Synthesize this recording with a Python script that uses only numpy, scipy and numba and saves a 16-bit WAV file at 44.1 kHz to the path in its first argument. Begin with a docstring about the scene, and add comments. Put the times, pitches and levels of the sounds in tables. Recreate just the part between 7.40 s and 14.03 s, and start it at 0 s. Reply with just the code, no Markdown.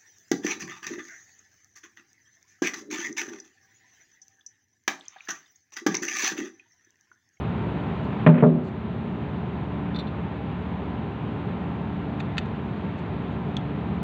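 """A diesel engine drones at a governed speed in a steel engine room, beside generators and pumps.
Under a second in, a heavy alternator is set down on the deck plate and rocks once; later small parts
clink, a tool knocks and a catch clicks. Machines are wavering sines and noise; struck things are decaying
sines and noise bursts. A phone close by turns its gain down for the thuds and only partly back up."""
import sys
import numpy as np
from scipy import signal
from scipy.fft import rfft, irfft
from scipy.io import wavfile
from scipy.ndimage import uniform_filter1d, minimum_filter1d
from numba import njit

SR = 44100
rng = np.random.default_rng(int(sys.argv[2]) if len(sys.argv) > 2 else 0)


def voltage_ratio(decibels):
    """Convert decibels (scalar or array-like) to amplitude ratios, 20 dB per decade."""
    exponent = np.asarray(decibels, float) / 20
    return 10 ** exponent


def waveform_to_disk(signal):
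    """Save audio, clipped to [-1, 1], as 16-bit WAV at the path in sys.argv[1]."""
    frames = np.transpose(np.atleast_2d(signal))
    scaled = np.clip(frames, -1, 1) * 32767
    samples = np.round(scaled).astype(np.int16)
    wavfile.write(sys.argv[1], SR, samples)


N = 292379
T = np.arange(N) / SR
CYCLE_HZ = 14.4925  # engine cycles a second


def walk(rate_hz):
    """Random levels held 1 / rate_hz s and smoothed twice; spread about 0.8."""
    hold = int(SR / rate_hz)
    steps = np.repeat(rng.standard_normal(N // hold + 1), hold)
    return 1.051 * uniform_filter1d(uniform_filter1d(steps, hold), hold)[:N]


def band(x, hz, width_hz):
    """Resonant band-pass, gain 1 at the centre."""
    return signal.lfilter(*signal.iirpeak(hz, hz / width_hz, fs=SR), x)


def cut(x, hz, kind, order):
    """Butterworth low- or high-pass; a higher order is steeper."""
    return signal.sosfilt(signal.butter(order, hz, kind, fs=SR, output="sos"), x)


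def ring(modes, extra_db, count, rise_ms):
    """Decaying sines of a struck object; the contact lets them swell briefly."""
    hz, mode_db, t60_s = np.transpose(modes)[:, :, None]
    t = T[:count]
    rise = np.sin(np.pi / 2 * np.clip(1000 * t / rise_ms, 0, 1)) ** 2
    # every mode has a weaker, slightly detuned neighbour, so the ring throbs
    neighbour_hz = hz * (1 + 0.03 * rng.standard_normal(hz.shape))
    pair = np.sin(2 * np.pi * hz * t) + voltage_ratio(-6) * np.sin(2 * np.pi * neighbour_hz * t)
    decay = voltage_ratio(mode_db + extra_db(hz) - 60 * t / t60_s)
    return rise * np.sum(decay * pair, axis=0)


def burst(t60_s, count, rise_ms):
    """Noise that swells briefly and dies away."""
    t = T[:count]
    rise = np.clip(1000 * t / rise_ms, 0, 1)
    return rng.standard_normal(count) * voltage_ratio(-60 * t / t60_s) * rise


def add(out, start_s, x):
    """Mixes x in from start_s on."""
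    i = int(start_s * SR)
    out[i:i + len(x)] += x[:N - i]


def tones(table, turns, waver_db):
    """Sines on a shared phase in turns; each swells a little on its own."""
    out = 0
    for multiple, rms_db in table:
        swell = np.sqrt(2) * voltage_ratio(rms_db + waver_db * walk(3.11))
        out = out + swell * np.sin(2 * np.pi * (multiple * turns + rng.random()))
    return out


def roar():
    """Exhaust, fans and hull: half-octave bands of noise that swell together and flicker alone."""
    # noise colour at the phone: hz, density_db [dB per Hz]
    noise_colour = [(25, -79.5), (38, -85), (55, -65), (85, -60), (125, -53), (215, -53), (310, -63.5),
                    (410, -58.5), (500, -66.5), (900, -69), (1700, -77), (2600, -80), (3800, -88),
                    (4500, -100), (5300, -113), (6800, -114), (7600, -117), (8500, -130), (15500, -145)]
    table_hz, density_db = np.transpose(noise_colour)
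    hz = np.fft.rfftfreq(N, 1 / SR) + 1
    colour = voltage_ratio(np.interp(np.log(hz), np.log(table_hz), density_db)) * (hz < 15500)
    spectrum = rfft(rng.standard_normal(N)) * colour * np.sqrt(SR / 2)
    out, swell = 0, walk(8.7)
    for octave in np.arange(4, 14.5, 0.5):
        share = np.clip(1 - 2 * abs(np.log2(hz) - octave), 0, 1)
        flicker = walk(13)
        out = out + voltage_ratio(0.16 * swell + 0.73 * flicker) * irfft(spectrum * share, N)
    return out


def clatter():
    """One engine cycle of chance valve and gear rattle, played over and over."""
    # multiples of the cycle that the clatter fills: first, end (exclusive)
    clatter_span = (36, 132)
    rms_db, tilt_db = -64, -6.5  # of a multiple near the 60th; per octave
    k = np.arange(*clatter_span)
    chance = rng.standard_normal((len(k), 2)) @ [1, 1j]
    cycle = np.zeros(4097, complex)
    cycle[k] = 4096 * voltage_ratio(rms_db + tilt_db * np.log2(k / 60)) * chance
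    return np.interp(CYCLE_HZ * T % 1, np.arange(8192) / 8192, irfft(cycle))


def machines():
    """The governor holds the engine's speed steady; the other machines drift a little together."""
    # firings and the strongest gear tones: multiple of the cycle, rms_db before the waver
    engine_orders = [(3, -61), (4, -58), (5, -40), (6, -41), (7, -44), (8, -40), (10, -37), (12, -36),
                     (13, -43), (14, -47), (15, -52), (17, -45), (18, -52), (20, -41), (24, -48), (26, -51),
                     (28, -54), (55, -54), (62, -53), (63, -55), (69, -57), (71, -55), (73, -55), (85, -57),
                     (93, -57)]
    # tones of generators and pumps: pitch_hz before the drift, rms_db before the waver
    machine_tones = [(106.5, -46), (200.0, -45), (209.9, -43), (213.1, -44), (227.1, -41), (287.5, -51),
                     (552.1, -60), (599.6, -54), (711.8, -58), (717.2, -54), (799.3, -53), (967.3, -62),
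                     (996.6, -58), (1001.8, -59)]
    engine = tones(engine_orders, CYCLE_HZ * T, waver_db=2.0) + clatter()
    drifting = np.cumsum(1 + 0.001764 * walk(2.166)) / SR
    return engine + tones(machine_tones, drifting, waver_db=4.0)


def rustles():
    """Hands brush over metal and cloth: faint, grainy hiss while skin or cloth slides."""
    # strokes: middle_s, length_s, level_db
    strokes = [(0.647, 0.035, -46), (0.975, 0.011, -40.5), (1.255, .03, -38), (1.286, 0.03, -41),
               (5.395, 0.31, -52), (5.593, 0.029, -41.5), (5.925, .04, -50)]
    strength = voltage_ratio(-60 + 4 * walk(5))  # a faint, uneven treble hiss goes on throughout
    for middle_s, length_s, level_db in strokes:
        strength = strength + voltage_ratio(level_db) * np.exp(-(2 * (T - middle_s) / length_s) ** 2)
    return strength * voltage_ratio(3 * walk(80)) * band(rng.standard_normal(N), 6800, 2500)


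def clicks():
    """A catch snaps and bounces: a very short ring, a rasp around its pitch and a thin treble edge."""
    # snap and bounces: start_s, level_db, pitch_hz
    snaps = [(6.1672, -14, 3450), (6.1713, -23.5, 3300), (6.175, -31.5, 3450)]
    t60_s = 0.011
    out = np.zeros(N)
    for start_s, level_db, pitch_hz in snaps:
        rasp = burst(t60_s, count=4000, rise_ms=0.79)
        modes = [(pitch_hz, -1.5, t60_s), (6400, -3, t60_s)]
        tone = ring(modes, np.zeros_like, count=4000, rise_ms=0.8)
        body = tone + voltage_ratio(6.5) * band(rasp, pitch_hz, 1300)
        edge = voltage_ratio(9) * band(band(rasp, 6000, 3500), 6000, 3500)
        add(out, start_s, voltage_ratio(level_db) * (body + edge))
    return out


def knocks():
    """A steel tool knocks on the housing: its modes ring in a new balance under a short broad rasp."""
    # modes of the tool: pitch_hz, level_db before the tilt, t60_s
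    tool_modes = [(1370, -6.5, .045), (1829, -1, 0.044), (2060, -5, .035), (2575, 3.5, 0.029),
                  (2970, -1.5, 0.028), (3630, -2.5, .035), (6140, -3, .035), (6800, -1.5, 0.035),
                  (7400, -5.5, .03)]
    # knocks: start_s, level_db, tilt_db [dB per octave about 2600 Hz]
    tool_hits = [(4.798, -45, 4), (4.8024, -31, -3), (4.9695, -34.5, -6), (4.98, -21, 1.5),
                 (5.058, -49, 2.5)]
    out = np.zeros(N)
    for start_s, level_db, tilt_db in tool_hits:
        modes = ring(tool_modes, lambda hz: tilt_db * np.log2(hz / 2600), count=4000, rise_ms=1.1)
        rasp = burst(0.035, count=4000, rise_ms=0.94)
        edge = voltage_ratio(9) * band(rasp, 2500, 2800)
        edge += voltage_ratio(11.5 + 1.5 * tilt_db) * band(rasp, 6400, 4000)
        add(out, start_s, voltage_ratio(level_db) * (modes + edge))
    return out


def clinks():
    """A small steel part is nudged: its modes ring in a new balance, with a little rattle."""
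    # modes of the part: pitch_hz, level_db before the tilt, t60_s
    part_modes = [(3480, -8, .06), (3570, 0, .08), (3830, -6, .04), (3980, -8, .06), (4170, 0, .04),
                  (4400, -4, .03), (5640, -6, .07), (5900, -4, .04), (7500, -5, .05), (7800, -8, .04),
                  (8500, -8, .1), (11000, -8, .09), (12500, -4, .04)]
    # nudges: start_s, level_db, tilt_db [dB per octave about 3800 Hz]
    nudges = [(2.5452, -37, -10.5), (2.5594, -29.5, -9), (2.587, -31, -5), (2.593, -32, -2),
              (2.6036, -39.5, -3), (2.6695, -43, -14), (2.6774, -47.5, -11)]
    out = np.zeros(N)
    for start_s, level_db, tilt_db in nudges:
        modes = ring(part_modes, lambda hz: tilt_db * np.log2(hz / 3800), count=6000, rise_ms=1.5)
        rasp = burst(0.04, count=6000, rise_ms=1.5)
        rattle = voltage_ratio(11) * band(band(rasp, 4000, 1200), 4000, 1200)
        rattle += voltage_ratio(5) * band(rasp, 2600, 1500) + voltage_ratio(-6) * rasp
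        add(out, start_s, voltage_ratio(level_db) * (modes + rattle))
    return out


def drag():
    """The alternator's foot drags between the thuds: grit under it makes a grainy rasp."""
    # the slide: start_s, end_s, level_db, centre_hz
    slide = (.938, 1.032, -18.5, 1900)
    start_s, end_s, level_db, centre_hz = slide
    contact = np.clip(np.minimum(T - start_s, end_s - T) / 0.004, 0, 1)
    grains = voltage_ratio(level_db + 2.5 * walk(250))
    rasp = band(rng.standard_normal(N), centre_hz, 2000)
    return grains * contact * cut(rasp, 2600, "low", order=6)


def thuds():
    """A half-sine push rings the plate, duller the longer the contact; grit and loose parts crunch with it."""
    # modes of the deck plate: pitch_hz, level_db before the spot's balance, t60_s
    deck_modes = [(143, -18, 0.68), (162.4, 2, 0.37), (175.6, -6.5, 0.24), (199.6, -12.5, 0.61),
                  (242.4, -9, 0.49), (381, -16, 0.63), (424, -5, 0.14), (528, -20, 0.39),
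                  (601, -14.5, 0.34), (615, -12.5, 0.15), (675, -22.5, 0.41), (827, -18, 0.093),
                  (883, -10.5, .1), (995, -11.5, 0.061), (1236, -13, 0.1), (1386, -15, 0.095),
                  (1542, -16.5, 0.076), (1980, -17.5, 0.05)]
    # blows, each on another spot: start_s, blow_db, contact_ms,
    # low_db [extra for modes under 190 Hz], middle_db [extra for modes at 350-650 Hz]
    blows = [(0.8633, 0.5, 0.23, -3.5, 1), (0.871, -2, 0.41, -1.5, 1), (.888, -5.5, 0.22, 2.5, 2.5),
             (.941, -14.5, 0.18, -2, -6.5), (.979, -14, 0.43, -2, -3), (1.0242, -2, 0.52, 2.5, 6),
             (1.033, -1.5, 0.5, -1, 6.5), (1.062, -1.5, 0.98, -14, 3.5)]
    crunch_db = -7  # under a 0 dB blow of 1 ms; grows with the blow squared and with shorter contact
    out, air = np.zeros(N), np.zeros(N)
    for start_s, blow_db, contact_ms, low_db, middle_db in blows:
        contact = contact_ms * SR / 1000  # samples
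        push = np.sin(np.pi * np.arange(0.5, contact) / contact)
        push = push / push.sum()
        spot_db = lambda hz: low_db * (hz < 190) + middle_db * (abs(hz - 500) < 150)
        modes = ring(deck_modes, spot_db, count=30000, rise_ms=1.0)
        # countless weaker plate modes blur into a rumble between the strong ones
        rumble = voltage_ratio(5) * band(burst(0.59, count=30000, rise_ms=25), 260, 180)
        rumble += voltage_ratio(4 + middle_db) * band(burst(0.086, count=30000, rise_ms=4), 900, 670)
        add(out, start_s, voltage_ratio(blow_db) * np.convolve(modes + rumble, push))

        crunch = band(burst(0.06, count=9000, rise_ms=0.4), 1100, 900)
        sharp = burst(0.045, count=9000, rise_ms=0.3)
        crunch += voltage_ratio(4) * band(band(sharp, 2100, 1100), 2100, 1100)
        crunch += voltage_ratio(-10.5) * band(burst(0.15, count=9000, rise_ms=9), 3600, 1500)
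        add(out, start_s, voltage_ratio(crunch_db + 2 * blow_db) / contact_ms * np.convolve(crunch, push))

        # loose screws and windings rattle on for a moment
        rattle = burst(0.4, count=15000, rise_ms=3)
        add(out, start_s, voltage_ratio(blow_db - 25.5) * band(rattle, 2800, 2500))
        add(air, start_s, voltage_ratio(blow_db - 34.5) * band(rattle, 6500, 3000))
    # the plate is too small to send out deep bass; paint and grit soften the snap
    out = cut(out, 4200, "low", order=6)
    out = cut(out, 146, "high", order=6)
    return cut(out, 2700, "low", order=2) + air


def room(x):
    """Steel walls send back a thin, diffuse tail."""
    tail = band(burst(0.33, count=40000, rise_ms=21), 2500, 2400)
    return signal.fftconvolve(x, voltage_ratio(-46.5) * tail)[:N]


def port(x):
    """The microphone port shades the treble: a causal minimum-phase filter made from its cepstrum."""
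    # response of the port: hz, gain_db
    port_response = [(20, 5.5), (4100, -3), (4500, -4.5), (5100, -21), (7600, -23), (9000, -37),
                     (15500, -39.5)]
    table_hz, gain_db = np.transpose(port_response)
    hz = np.fft.rfftfreq(1024, 1 / SR) + 1
    gain = voltage_ratio(np.interp(np.log(hz), np.log(table_hz), gain_db))
    cepstrum = irfft(np.log(gain))
    cepstrum[1:512] *= 2
    impulse = irfft(np.exp(rfft(cepstrum[:512], 1024)))
    return signal.fftconvolve(x, impulse)[:N]


def scene():
    """Machinery all round, handling close by."""
    handling = rustles() + clicks() + knocks() + clinks() + drag() + thuds()
    return (roar() + machines() + port(handling + room(handling)))[None]


@njit
def follow(x, attack, release, rest):
    """Level follower with its own rise and fall rates, sinking no lower than a resting level."""
    e, out = rest, np.empty(len(x))
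    for i in range(len(x)):
        goal = max(abs(x[i]), rest)
        e += (goal - e) * (attack if goal > e else release)
        out[i] = e
    return out


def roll_off(x):
    """The treble ends steeply here."""
    return signal.sosfilt(signal.butter(12, 15500, fs=SR, output="sos"), x)


def record(dry):
    """A look-ahead limiter, a gain control that holds and then recovers, and a slow one that stays down."""
    ahead = abs(np.pad(dry[0], (0, 480))[480:])  # 11 ms early
    rest = voltage_ratio(-10)
    limit = follow(ahead, 1 / (0.0015 * SR), 1 / (0.05 * SR), voltage_ratio(-14))
    held = -minimum_filter1d(-ahead, size=9001, origin=4500)  # highest level of the last 0.2 s
    quick = follow(held, 1 / (0.015 * SR), 1 / (0.15 * SR), rest)
    slow = follow(ahead, 1 / (0.1 * SR), 1 / (30 * SR), rest)
    gain = (voltage_ratio(-15.5) / limit) ** 0.31 * (rest / quick) ** 0.13 * (rest / slow) ** 0.29
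    circuit_hiss = voltage_ratio(-88) * rng.standard_normal(N)
    rounded_peaks = np.tanh(0.79 * dry * gain) / 0.81
    return roll_off(rounded_peaks + circuit_hiss)


dry = scene()
out = record(dry)
waveform_to_disk(out)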